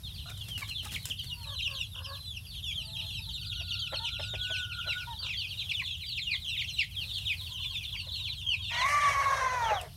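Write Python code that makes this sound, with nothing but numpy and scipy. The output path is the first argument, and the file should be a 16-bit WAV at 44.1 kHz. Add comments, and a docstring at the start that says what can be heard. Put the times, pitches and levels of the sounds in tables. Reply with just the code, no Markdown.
"""A brood of chicks peeps in a bamboo coop with only brief pauses, over a low rumble and a thin hiss.
At the start one bird flutters down in puffs of noise; claws and beaks knock on bamboo, litter crackles.
Hens murmur, whine and cluck along: buzzing harmonics shaped by a throat, or one thin line.
From about 8.7 s a hen gives a long hoarse squawk, a clear tone with a rattling rasp, and the brood hushes.
Each peep is a near-pure whistle that falls in pitch; two loud ones end with a low blip at half pitch."""
import sys
import numpy as np
from scipy import signal
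from scipy.fft import rfft, irfft, next_fast_len
from scipy.io import wavfile
from scipy.ndimage import uniform_filter1d, map_coordinates

SR = 44100
rng = np.random.default_rng(int(sys.argv[2]) if len(sys.argv) > 2 else 0)


def store_pcm(level_fs):
    """Save levels as 16-bit WAV."""
    pcm = np.round(np.clip(level_fs, -1, 1) * 32767).astype(np.int16)
    wavfile.write(sys.argv[1], SR, np.atleast_2d(pcm).T)


N = 439236
TIME = np.arange(N) / SR


def from_db(db):
    """Turn decibels into a plain multiplier."""
    return 10 ** (np.asarray(db) / 20)


def rms_one(x):
    """Scale a sound to an average strength (rms) of 1."""
    return x / np.sqrt(np.mean(x ** 2) + 1e-20)


def in_time(rows):
    """Columns of a curve, read at every sample."""
    s, *columns = np.transpose(rows)
    return [np.interp(TIME, s, c) for c in columns]


def during(rows, fade):
    """One inside the time span of a curve, fading at both ends over fade seconds."""
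    return np.clip(np.minimum(TIME - rows[0][0], rows[-1][0] - TIME) / fade, 0, 1)


def add(out, s, sound):
    """Mix a sound in at time s."""
    at = int(np.clip(s * SR, 0, N))
    out[at:at + len(sound)] += sound[:N - at]


def drift(rate, size):
    """Smooth random wandering with spread about 1: rate random points a second, joined by lines."""
    at = np.arange(size) * rate / SR
    points = rng.standard_normal(int(at[-1]) + 3)
    return map_coordinates(points, [at + rng.random()], order=1, mode="nearest") * np.sqrt(3 / 2)


def colour(x, spectrum):
    """Shape a sound by (frequency [Hz], level [dB]) points, falling steeply beyond both ends; rms 1."""
    size = next_fast_len(len(x))
    octave = np.log2(np.arange(size // 2 + 1) * SR / size + 1)
    hz, db = np.transpose(spectrum)
    outside = np.abs(octave - np.clip(octave, np.log2(hz[0]), np.log2(hz[-1])))
    gain_db = np.interp(octave, np.log2(hz), db) - 98 * outside  # 98 dB per octave beyond the ends
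    return rms_one(irfft(rfft(x, size) * from_db(gain_db), size)[:len(x)])


def noise(spectrum, size):
    """Coloured noise, rms 1."""
    return colour(rng.standard_normal(size), spectrum)


def phase_of(hz):
    """Add up a changing frequency into the phase of a wave."""
    return 2 * np.pi * np.cumsum(hz) / SR


def swell(u, top):
    """Rises to its height at share top of a note, then falls; rms 1."""
    return rms_one(np.sin(np.pi * np.interp(u, [0, np.clip(top, .08, .92), 1], [0, .5, 1])))


def coop(x, echo_db, tail_db, t60=0.26, count=8):
    """A few early echoes from the ground and slats, then a short scattered tail."""
    t = TIME[:SR // 2]
    echoes = np.zeros(len(t))
    echo_at = (rng.uniform(.002, .022, count) * SR).astype(int)
    echoes[echo_at] = rng.choice([-1, 1], count) / np.sqrt(count)
    tail = rng.standard_normal(len(t)) * from_db(-60 * t / t60) * np.clip(t / 0.0016, 0, 1)
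    response = from_db(echo_db) * echoes + from_db(tail_db) * tail / np.linalg.norm(tail)
    return x + signal.fftconvolve(x, response)[:N]


def background():
    """Low rumble with a wavering hum, broad hiss that comes and goes, and a narrow hiss high up."""
    # sound colour of the rumble: (frequency [Hz], level [dB])
    rumble_colour = [(25, -25), (54, 0), (102, 1.5), (145, -6), (253, -26.5), (420, -37)]
    # strength of the rumble: (time [s], level [dB])
    rumble_db = [(0, -43), (2.1, -47), (3.2, -43.5), (5.7, -47.5), (9.96, -45.5)]
    # sound colour of the broad hiss: (frequency [Hz], level [dB])
    air_colour = [(300,-2.5), (600,3), (1200,0), (2000,-3), (5000,7), (7500,-6), (9500,4.5), (10400,-8),
                  (11300,8), (12500,-2.5), (15700,-5)]
    # rise and fall of the broad hiss, before a 13 dB lift: (time [s], level [dB])
    air_db = [(0,-69), (2.3,-75.5), (5,-73), (7.7,-71.5)]
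    # strength of the narrow hiss near 11 kHz: (time [s], level [dB])
    high_db = [(0, -67), (3, -60.5), (4.5, -68), (8, -88)]
    rumble = from_db(in_time(rumble_db)[0]) * noise(rumble_colour, N)
    hum = from_db(-51.5) * np.sin(phase_of(91 + 1.726 * drift(5.2, N)))
    hum = hum * (1 + 0.47 * drift(1.44, N))
    air = from_db(in_time(air_db)[0] + 13 + 2.3 * drift(7, N)) * noise(air_colour, N)
    high_colour = [(10300, -15), (10900, -2), (11250, 5), (11700, -6), (12600, -53)]
    high = from_db(in_time(high_db)[0]) * noise(high_colour, N)
    return rumble + hum + air + high


def litter(patchy_db=-1.0, grain_db=6.0):
    """Many small feet stir the dry litter: a faint crackle that comes and goes."""
    # sound colour of the dry litter: (frequency [Hz], level [dB])
    litter_colour = [(2000,3), (5000,-18), (7000,-6), (9500,3), (15000,-0.5)]
    # how strongly it is stirred: (time [s], level [dB])
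    litter_db = [(0,-70), (1.2,-63), (2.4,-75), (3.5,-68), (5.0,-84), (5.9,-66), (7.7,-61), (8.3,-72)]
    grains = rng.standard_normal(N) * from_db(grain_db * drift(600, N))
    patches = from_db(patchy_db * drift(16, N))
    return from_db(in_time(litter_db)[0]) * rms_one(colour(grains, litter_colour) * patches)


def knocks(crack_t60=0.02, ring_t60=0.073, ring_db=-22):
    """Claws and beaks on bamboo: a dry crack with a short woody tail."""
    # the knocks: (time [s], level [dB])
    knock_list = [(0.376,-45), (0.484,-42), (.695,-40), (0.852,-36), (1.055,-29), (1.431,-47),
                  (7.183,-43.5), (9.813,-38)]
    # sound colour of struck bamboo: (frequency [Hz], level [dB])
    bamboo = [(450, -44), (900, 2), (1600, 4), (2400, -2), (4200, 7.5), (6000, 5), (9000, 9), (15000, -3)]
    out, t = np.zeros(N), TIME[:SR // 8]
    for s, db in knock_list:
        decay = from_db(-60 * t / crack_t60) + from_db(ring_db - 60 * t / ring_t60)
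        add(out, s, from_db(db) * noise(bamboo, len(t)) * decay)
    return out


def flutter():
    """Wing beats and scuffs: each is a crackly puff of feathers and litter."""
    # wing beats and scuffs in the litter: (time [s], level [dB], length [s])
    flaps = [(0.293, -49, 0.018), (0.485, -47, 0.02), (0.573, -46, 0.048), (0.675, -51, 0.031),
             (0.82, -53, 0.078), (0.906, -45.5, 0.072), (1.075, -48.5, 0.04), (1.229, -53, 0.034)]
    # sound colour of the puffs: (frequency [Hz], level [dB])
    feathers = [(150, 12.5), (400, -2.5), (1000, -7.5), (2000, 0), (5000, -2), (9000, -3.5), (15000, -8)]
    out = np.zeros(N)
    for s, db, length in flaps:
        u = np.linspace(0, 1, int(length * SR))
        grains = rng.standard_normal(len(u)) * from_db(4.6 * drift(694, len(u)))
        add(out, s, from_db(db) * colour(grains, feathers) * swell(u, 0.22))
    return out


def chatter():
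    """A far hen's short soft grainy notes, about nine a second, strongest in the second harmonic."""
    # the string of notes: (first time [s], last time [s], pitch [Hz], level [dB])
    note_string = (7.4, 8.7, 505, -62.5)
    first, last, hz, db = note_string
    pulses = np.sin(phase_of(9 + 5 * drift(12, N)))
    notes = np.sqrt(np.maximum(pulses + .5, 0)) * from_db(3 * drift(8, N))
    phase = phase_of(hz * (1 + 0.051 * drift(160, N)))
    voice = np.sin(2 * phase) + from_db(-25) * np.sin(phase) + from_db(-11.5) * np.sin(3 * phase)
    grainy_level = from_db(db + 2.1 * drift(70, N))
    return grainy_level * notes * during([[first], [last]], 0.013) * voice


def syrinx(hz, rough, jitter, rasp, count):
    """Harmonics of an unsteady membrane, with air noise let through on every cycle."""
    phase = phase_of(hz * (1 + jitter * rough * drift(500, len(hz))))
    buzz = rms_one(sum(np.cos(k * phase) for k in range(1, count + 1)))
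    air = rng.standard_normal(len(hz)) * (1 + np.cos(phase))
    return buzz + rasp * rough * air


def clucks():
    """Short gruff pops with falling pitch."""
    # the clucks: (time [s], level [dB], length [s], pitch about mid-note [Hz])
    cluck_list = [(3.595,-56,0.037,357), (3.919,-41,0.036,304.6), (4.191,-41.5,0.022,295.7),
                  (4.333,-43,0.022,319.6), (4.495,-49,0.032,322), (4.856,-50.5,0.051,302.6),
                  (8.061,-58,0.03,291), (9.704,-35,0.035,600), (9.803,-50.5,0.094,226.7)]
    # throat with the beak nearly shut: (frequency [Hz], level [dB])
    cluck_throat = [(200, -34.5), (400, -5), (600, 3), (900, -6.5), (1300, -14.5), (2000, -11), (3500, -30)]
    out = np.zeros(N)
    for s, db, length, hz in cluck_list:
        u = np.linspace(0, 1, int(length * SR))
        buzz = syrinx(hz * (1.1 - 0.163 * u), 0.805, jitter=0.106, rasp=2.16, count=10)
        add(out, s, from_db(db) * colour(buzz, cluck_throat) * swell(u, 0.39))
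    return out


def whine():
    """A hen's one thin line that shakes in pitch and strength, steadiest where it is loudest."""
    # the held whine, before a 3.5 dB lift: (time [s], pitch [Hz], level [dB])
    whine_line = [(3.35, 1420, -76), (3.5, 1433, -63.5), (4.05, 1398, -56), (4.38, 1454, -54),
                  (4.47, 1487, -46), (4.58, 1488, -42.5), (4.68, 1420, -46.5), (5.04, 1442, -47),
                  (5.12, 1400, -67)]
    hz, db = in_time(whine_line)
    shake = np.interp(TIME, [3.9, 4.5, 4.6, 4.7], [1, .15, .15, .7])
    line = np.sin(phase_of(hz * (1 + .03 * shake * drift(220, N))))
    line = line * from_db(4 * shake * drift(70, N))
    return from_db(db + 3.5) * during(whine_line, 0.029) * line


def murmurs():
    """Quiet, arched, wavering hen notes, clear or gruff and pulsing; also two low blips under peeps."""
    # the notes: (start [s], end [s], start pitch [Hz], end pitch [Hz], level [dB],
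    # roughness [0 = clear, about 1 = gruff]);
    # the rows at 5.811 and 6.333 s are no hen: low blips at half pitch as loud peeps end
    murmur_list = [(0.256,0.326,713,686,-50.5,0.9), (0.615,0.636,590,550,-45,0.25),
                   (0.855,0.875,416,396,-47.5,0.54), (1.279,1.5,497,436,-59.5,0.39),
                   (1.452,1.56,569,543,-53.5,0.62), (1.671,1.806,566,508,-55.5,0.67),
                   (1.94,2.04,504,534,-55,1.4), (2.041,2.201,517,550,-50.5,0.58),
                   (2.689,3.092,644,654,-67.5,0.26), (2.823,3.127,442,423,-65,0.24),
                   (3.19,3.22,450,440,-61,.25), (3.269,3.298,460,438,-59,0.37),
                   (3.996,4.059,459,455,-46,0.24), (5.07,5.147,492,423,-42.5,0.25),
                   (5.193,5.31,494,480,-56,1.44), (5.811,5.824,587,495,-53,0),
                   (6.333,6.35,580,526,-59.5,0.1)]
    # throat of a clear note: (frequency [Hz], level [dB])
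    clear_throat = [(480,-25), (750,8.5), (1000,17), (1350,-11), (1700,2.5), (2100,-17)]
    # throat of a gruff note: (frequency [Hz], level [dB])
    gruff_throat = [(420,-14), (550,10), (800,6), (1050,11), (1250,13), (1450,11.5), (1700,3), (2000,-24)]
    arch_share, waver_share = 0.029, 0.0162  # mid-note rise and unsteadiness, as shares of the pitch
    pulses_per_s, pulse_db = 47.3, 4.5  # pulse depth is for roughness 1
    out = np.zeros(N)
    for start, end, first_hz, last_hz, db, rough in murmur_list:
        u = np.linspace(0, 1, int(max(end - start, .02) * SR))
        arch = arch_share * (np.sin(np.pi * u) - .5)
        hz = (first_hz + (last_hz - first_hz) * u) * (1 + arch + waver_share * drift(29.2, len(u)))
        buzz = syrinx(hz, rough, jitter=.06, rasp=.8, count=6)
        gruff = np.clip((rough - .3) / .4, 0, 1)
        voice = (1 - gruff) * colour(buzz, clear_throat) + gruff * colour(buzz, gruff_throat)
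        pulses = np.sin(phase_of(pulses_per_s * (1 + .3 * drift(40, len(u)))))
        grain = from_db(rough * pulse_db * pulses + 4 * drift(30, len(u)))
        shape = rms_one(np.sqrt(np.abs(swell(u, 0.75))))
        add(out, start, from_db(db) * rms_one(voice * grain) * shape)
    return out


def effort_db(t, start_s, release_s, db, attack, rise_db, tiring, release):
    """Level of the squawk: it sets in, holds while it may slowly tire, and dies away."""
    since = t - start_s
    rise = rise_db * np.maximum(1 - since / attack, 0)
    return db - rise - tiring * since - release * np.maximum(t - release_s, 0)


def squawk():
    """A strong second harmonic over hoarse upper ones that clear, then roughen again at the end."""
    # pitch of the squawk: (time [s], pitch [Hz])
    squawk_pitch = [(8.77, 470), (8.81, 495), (8.85, 545), (8.91, 580), (9.0, 585), (9.15, 560),
                    (9.35, 542), (9.55, 500), (9.72, 425), (9.79, 362)]
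    # clear tone: (level [dB], attack [s], rise in the attack [dB], tiring [dB/s], release [dB/s])
    tone_effort = (-27.9, .16, 27, 0, 260)
    # rasp: (level [dB], attack [s], rise in the attack [dB], tiring [dB/s], release [dB/s])
    rasp_effort = (-29.6, .14, 12, 4.5, 170)
    # the voice breaks and leaves mostly rasp: (time [s], half length [s], loss of tone [dB])
    voice_breaks = [(8.897, 0.02, 24), (8.996, 0.03, 6), (9.132, 0.02, 20), (9.243, 0.011, 20),
                    (9.395, .024, 18), (9.55, 0.1, 8.5)]
    # throat with the beak wide open: (frequency [Hz], level [dB])
    open_throat = [(380,-20), (500,-16), (630,9.5), (850,-2.5), (1150,4), (1380,-4), (1700,0), (1900,9.5),
                   (2150,13.5), (2550,-5), (2900,-7.5), (3550,-30), (4000,-12), (5000,-15), (5600,-10.5),
                   (6400,-10), (6950,-18.5), (8500,-18), (15000,-32)]
    # throat with the beak closing: (frequency [Hz], level [dB])
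    closing_throat = [(330,-16), (470,3), (620,9.5), (850,2), (1150,5), (1500,0), (1950,1), (2550,-7.5),
                      (2850,-19), (3380,-17), (3800,-13), (4980,-20), (5500,-14.5), (6300,-12.5),
                      (7200,-23), (9800,-24.5), (15000,-28)]
    # the beak closes between: (start [s], end [s])
    beak_closing = (9.01, 9.32)
    start_s, release_s, end_s = 8.695, 9.735, 9.89
    tone_flutter_db, tone_flutter_per_s = 2.8, 45
    rasp_flutter_db, rasp_flutter_per_s = 1.2, 70

    on = during([[start_s], [end_s]], 0.03)
    live, out = on > 0, np.zeros(N)
    hz, t, size = in_time(squawk_pitch)[0][live], TIME[live], live.sum()
    tone_db = effort_db(t, start_s, release_s, *tone_effort)
    tone_db = tone_db + tone_flutter_db * np.tanh(drift(tone_flutter_per_s, size))
    tone_db = tone_db - sum(db * np.exp(-((t - s) / half) ** 2) for s, half, db in voice_breaks)
    rasp_db = effort_db(t, start_s, release_s, *rasp_effort)
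    rasp_db = rasp_db + rasp_flutter_db * drift(rasp_flutter_per_s, size)
    rough = np.interp(t, [8.8, 9.35, 9.55, 9.68, 9.73], [1.0, .9, .68, .72, 1.1])
    jitter = rough * (.010 * drift(260, size) + .028 * drift(1500, size))
    phase = phase_of(hz * (1 + jitter))
    # the membrane rattles: every harmonic wanders in strength and phase on its own
    buzz = np.zeros(size)
    for k in range(1, 22):
        strength = min(k / 2, 1) ** 2 * from_db(2.5 * drift(90, size))
        wander = 2 * np.pi * rng.random() + 1.1 * rough * drift(170, size)
        buzz += strength * np.cos(k * phase + wander)
    # strong and weak cycles alternate, filling the gaps between the harmonics
    buzz = rms_one(buzz) * (1 + rough * np.tanh(drift(140, size)) * np.cos(phase / 2))
    source = buzz + .4 * rough * rng.standard_normal(size)  # with rushing air
    # as the beak closes, one throat colour blends into the other
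    closing = np.interp(t, beak_closing, [0, 1])
    voice = (1 - closing) * colour(source, open_throat) + closing * colour(source, closing_throat)
    # the push of air is even, however the membrane rattles
    voice = voice / np.sqrt(uniform_filter1d(voice ** 2, size=500) + 1e-9)
    # the part above 7 kHz grows at first, then fades towards the end
    dull = signal.sosfiltfilt(signal.butter(6, 7000, fs=SR, output="sos"), voice)
    voice = dull + (voice - dull) * np.interp(t, [8.75, 8.9, 9.65], [.5, 1.2, .5])
    tone = np.sqrt(2) * np.sin(2 * phase) * from_db(1.3 * drift(90, size))
    out[live] = from_db(tone_db) * tone + from_db(rasp_db) * voice
    return out * on


def brood_gain():
    """The brood calls more or less busily, pauses now and then, and hushes at the squawk."""
    # how busy the brood is: (time [s], level [dB])
    busy = [(0.0, -49.5), (0.55, -54), (0.68, -43.5), (0.97, -49.5), (1.72, -42), (1.87, -54), (2.6, -48),
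            (4.1, -41.5), (5.16, -43.5), (5.47, -42.5), (6.08, -44.5), (6.3, -38.5), (7.7, -43.5),
            (8.7, -43.5)]
    # brief pauses: (time [s], half length [s])
    lulls = [(1.383, 0.12), (2.315, 0.2), (5.09, 0.1), (6.394, 0.082), (6.891, 0.045)]
    lull_db, hush_s, hush_db_per_s = 11.5, 8.81, 18
    lull = sum(np.exp(-((TIME - s) / half) ** 2) for s, half in lulls)
    hush = hush_db_per_s * np.maximum(TIME - hush_s, 0)
    return from_db(in_time(busy)[0] - lull_db * lull - hush)


def peep(length, first_hz, last_hz, bend, bright_db):
    """A near-pure whistle that eases in, glides down with small kinks and a quiver, and drops off."""
    # a chick's throat, as it passes the overtones: (frequency [Hz], level [dB])
    overtone_throat = [(4500, -18), (6200, -28), (7400, -33), (9500, -31.5), (11000, -39)]
    hook_share, hook_s = .06, .012  # a peep that hangs first scoops up into its pitch
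    drop_share, drop_s = 0.09, 0.00618  # the pitch dips as the peep ends
    wander, wander_per_s = 0.0351, 59.9  # kinks in the glide, as a share of its fall
    quiver_share, flutter_db = 0.0056, 3  # unsteadiness of the pitch and of the strength
    attack_s, release_s = .012, .004
    u = np.linspace(0, 1, int(max(length, .018) * SR))
    t = u * length
    hook = hook_share * np.clip(bend - 1, 0, 1) * np.exp(-t / hook_s)
    drop = drop_share * np.exp((t - length) / drop_s)
    glide = u ** max(bend, .2) + wander * drift(wander_per_s, len(u))
    hz = first_hz * (last_hz / first_hz) ** glide * (1 - hook - drop)
    phase = phase_of(hz * (1 + quiver_share * drift(200.0, len(u))))
    overtones = np.zeros(len(u))
    for k in (2, 3):
        throat_db = np.interp(k * hz, *np.transpose(overtone_throat))
        overtone_db = throat_db + bright_db - 5 * (k - 2) + 4 * drift(35, len(u))
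        overtones += from_db(overtone_db) * np.sin(k * phase)
    # loudest three quarters of the way through
    loudness = np.abs(swell(u, 0.75)) ** 0.2 * from_db(flutter_db * drift(147.0, len(u)))
    edges = np.clip(np.minimum(t / attack_s, (length - t) / release_s), 0, 1)
    loudness = loudness * np.sin(np.pi / 2 * edges)
    return rms_one(loudness) * (np.sin(phase) + overtones) * np.sqrt(2)


def thin_peeps(count=56):
    """Softer, higher and longer peeps that cross the others."""
    out = np.zeros(N)
    for k, (when, length, high, low) in enumerate(rng.random((count, 4))):
        call = peep(.07 + .08 * length, 4100 + 750 * high, 2900 + 900 * low, 1.5, bright_db=13.5)
        add(out, (k + when) / count * TIME[-1], call)
    return from_db(-9) * rms_one(out) * brood_gain()


def far_chicks(count=350):
    """The rest of the brood: the same falling peep, at random moments, pitches and strengths."""
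    spread_db = 7  # far peeps differ by up to twice this in strength
    out = np.zeros(N)
    for k, (when, length, high, fall, size, bend) in enumerate(rng.random((count, 6))):
        first_hz = 3350 + 1400 * high
        last_hz = 2480 + (first_hz - 2900) * .7 * fall
        call = peep(.024 + .05 * length, first_hz, last_hz, .6 + bend, bright_db=5)
        add(out, (k + when) / count * TIME[-1], from_db(spread_db * 2 * size) * call)
    return rms_one(out) * brood_gain()


def near_chicks():
    """The chicks close by, peep after peep."""
    # the loudest peeps: (time [s], length [s], start pitch [Hz], end pitch [Hz], level [dB],
    # bend [over 1 hangs before it falls, under 1 drops at once])
    peep_list = [(.03,0.054,3890,3210,-42.5,1), (0.049,0.081,4320,3470,-48,1.5),
                 (.14,0.038,4900,4100,-49,1), (.175,0.027,3810,3030,-46,.7), (.187,0.044,4200,3200,-48,.9),
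                 (.28,0.028,3190,2380,-49.5,.8), (.35,.13,3600,2690,-52,0.52),
                 (0.406,0.026,3600,3180,-40.5,0.95), (0.485,.11,3550,2730,-40,0.6),
                 (0.616,0.016,2430,2330,-37,0.9), (0.691,0.031,3480,2630,-44.5,0.92),
                 (.68,0.091,4300,3480,-44.5,2.4), (.745,0.082,3620,2770,-38,1.46),
                 (.94,0.029,4050,2130,-34.5,1.38), (1.098,0.029,3690,2560,-33,1.44),
                 (1.187,0.029,3380,2990,-36,.7), (1.261,0.063,4640,3300,-44,1.4),
                 (1.303,0.047,3090,2780,-39,0.51), (1.332,0.18,4750,3610,-49.5,1.07),
                 (1.464,0.094,3990,3010,-42,1.03), (1.583,0.031,3170,2520,-37.5,1.04),
                 (1.61,0.059,3880,3280,-40,1.7), (1.621,0.062,3240,2720,-32.5,1.16),
                 (1.745,0.084,3580,2636,-37,0.81), (1.785,.075,3930,3210,-42,1.3),
                 (1.933,0.029,3700,2770,-43.5,1.4), (1.962,0.034,3800,2890,-41,1.2),
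                 (2.04,0.028,3570,2860,-41.5,.7), (2.025,0.16,5240,2690,-46,2.2),
                 (2.131,0.18,4125,3860,-46,2.9), (2.254,0.13,3570,2630,-42,2.5),
                 (2.445,0.029,3750,2670,-51.5,1.5), (2.462,0.15,5010,2890,-51,1.16),
                 (2.505,0.087,3830,2880,-47,0.95), (2.635,0.1,3720,3240,-36.5,0.6),
                 (2.623,0.1,3720,2390,-42.5,0.6), (2.744,0.085,3600,2695,-37.5,1.14),
                 (2.83,0.086,4800,3390,-47,2), (2.95,0.069,3330,2590,-37.5,2.1),
                 (3.08,.12,3750,2520,-41.5,1.53), (3.03,0.19,4180,3820,-47,1.23),
                 (3.28,0.032,3700,2950,-43.5,0.81), (3.325,0.043,4006,3590,-40,1.04),
                 (3.335,0.057,3580,2730,-47,0.71), (3.451,0.084,4860,2680,-43.5,1.6),
                 (3.515,0.11,3530,2720,-42,0.75), (3.679,0.078,3480,2615,-39.5,1.1),
                 (3.719,0.094,4640,3370,-41,1.4), (3.785,0.097,3390,2750,-37,1.17),
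                 (3.927,0.041,3690,2700,-36.5,0.88), (3.951,0.051,4580,3540,-36.5,1.9),
                 (4.01,0.084,3810,2420,-36,0.93), (4.025,0.075,4180,2780,-42,0.97),
                 (4.08,0.15,4080,3950,-49,0.96), (4.121,0.034,3500,2860,-47,0.82),
                 (4.184,0.062,3770,2600,-42.5,0.84), (4.19,0.11,5400,3900,-50.5,2),
                 (4.279,.087,3880,3310,-40.5,1.6), (4.39,0.087,3850,2624,-35.5,1),
                 (4.501,0.07,3485,2490,-34,1.06), (4.781,0.052,3620,2690,-39,1),
                 (4.86,0.088,4156,3740,-38.5,1.2), (4.867,0.07,3615,2190,-33.5,0.84),
                 (4.97,0.067,3610,2340,-42,0.88), (5.101,0.04,3920,3030,-44,1.5),
                 (5.181,0.12,4586,2220,-39.5,2.27), (5.278,0.069,3040,2150,-37.5,1.07),
                 (5.33,0.13,3660,2450,-37.5,1.08), (5.365,0.075,4690,3080,-39.5,2.3),
                 (5.576,0.09,4130,3210,-41.5,1.6), (5.598,0.036,3115,2424,-43,0.75),
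                 (5.69,0.036,3870,2270,-31,1.1), (5.733,0.091,4040,2050,-33,0.97),
                 (5.868,0.096,3610,2990,-38.5,1.3), (5.991,0.054,3950,2160,-44.5,0.99),
                 (6.06,0.1,4820,3100,-39,2.1), (6.075,0.032,3700,2710,-42.5,0.66),
                 (6.166,0.034,3400,2220,-34.5,0.66), (6.255,0.094,3340,2154,-33,0.7),
                 (6.306,0.064,4770,3100,-33.5,1.23), (6.453,0.054,3640,2960,-38,0.87),
                 (6.525,0.047,2970,2180,-40,1.25), (6.573,0.055,4110,2120,-33,1),
                 (6.781,0.054,3310,2080,-27.5,0.73), (6.954,0.093,3640,2620,-36.5,0.9),
                 (7.145,0.047,3550,2840,-36,1.33), (7.25,0.084,3940,2185,-31,0.96),
                 (7.263,0.06,3790,3330,-41,1.3), (7.51,0.11,3670,3003,-43,0.37),
                 (7.615,0.038,3280,2370,-41.5,0.93), (7.62,0.11,3650,3155,-38.5,1),
                 (7.725,0.039,3140,2550,-40,0.76), (7.745,0.051,3800,3400,-35,0.78),
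                 (7.77,0.075,3060,2390,-45.5,0.58), (7.84,0.066,3800,3350,-41.5,0.73),
                 (7.92,0.049,3806,2160,-38,1.12), (7.965,0.055,4850,3750,-46.5,2.2),
                 (7.985,0.042,3710,2960,-47,0.65), (8.12,0.17,4540,3260,-40,1.04),
                 (8.24,0.052,3600,2414,-38.5,0.91), (8.265,0.08,4660,3350,-39,0.95),
                 (8.462,0.094,3340,2500,-28.5,1.19), (8.615,0.066,3860,3410,-40.5,0.82),
                 (8.674,0.052,2907,2490,-39.5,1.2), (8.721,0.051,3330,2920,-39,0.9),
                 (8.775,0.051,3700,2777,-36.5,1.27), (9.635,0.089,3680,2550,-41.5,0.97),
                 (9.731,0.088,4200,2580,-42,0.86)]
    # how openly the beaks face this way: (time [s], overtone gain [dB])
    facing = [(1.2, 2), (1.65, 9.5), (2.8, 11), (3.6, 7.5), (6.8, 1.5)]
    out = np.zeros(N)
    for s, length, first_hz, last_hz, db, bend in peep_list:
        bright_db = np.interp(s, *np.transpose(facing))
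        add(out, s, from_db(db) * peep(length, first_hz, last_hz, bend, bright_db))
    return out


def scene():
    """Chicks, hens and movement in the coop, over the background; the squawking hen is driest."""
    movement = coop(flutter() + knocks() + litter(), echo_db=-10.5, tail_db=-5.5)
    # the murmurs bring the two low blips under peeps along
    hens = coop(murmurs() + whine() + clucks() + chatter(), echo_db=-12, tail_db=-12)
    hens = hens + coop(squawk(), echo_db=-18, tail_db=-17)
    chicks = coop(far_chicks() + thin_peeps(), echo_db=-5.5, tail_db=-8.5)
    chicks = chicks + from_db(-1.5) * coop(near_chicks(), echo_db=-6.0, tail_db=-13.5)
    return (chicks + hens + movement + background())[None]


def record(dry):
    """The top is cut steeply above 15.8 kHz."""
    return signal.sosfilt(signal.ellip(12, .1, 80, 15800, fs=SR, output="sos"), dry)


dry = scene()
out = record(dry)
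store_pcm(out)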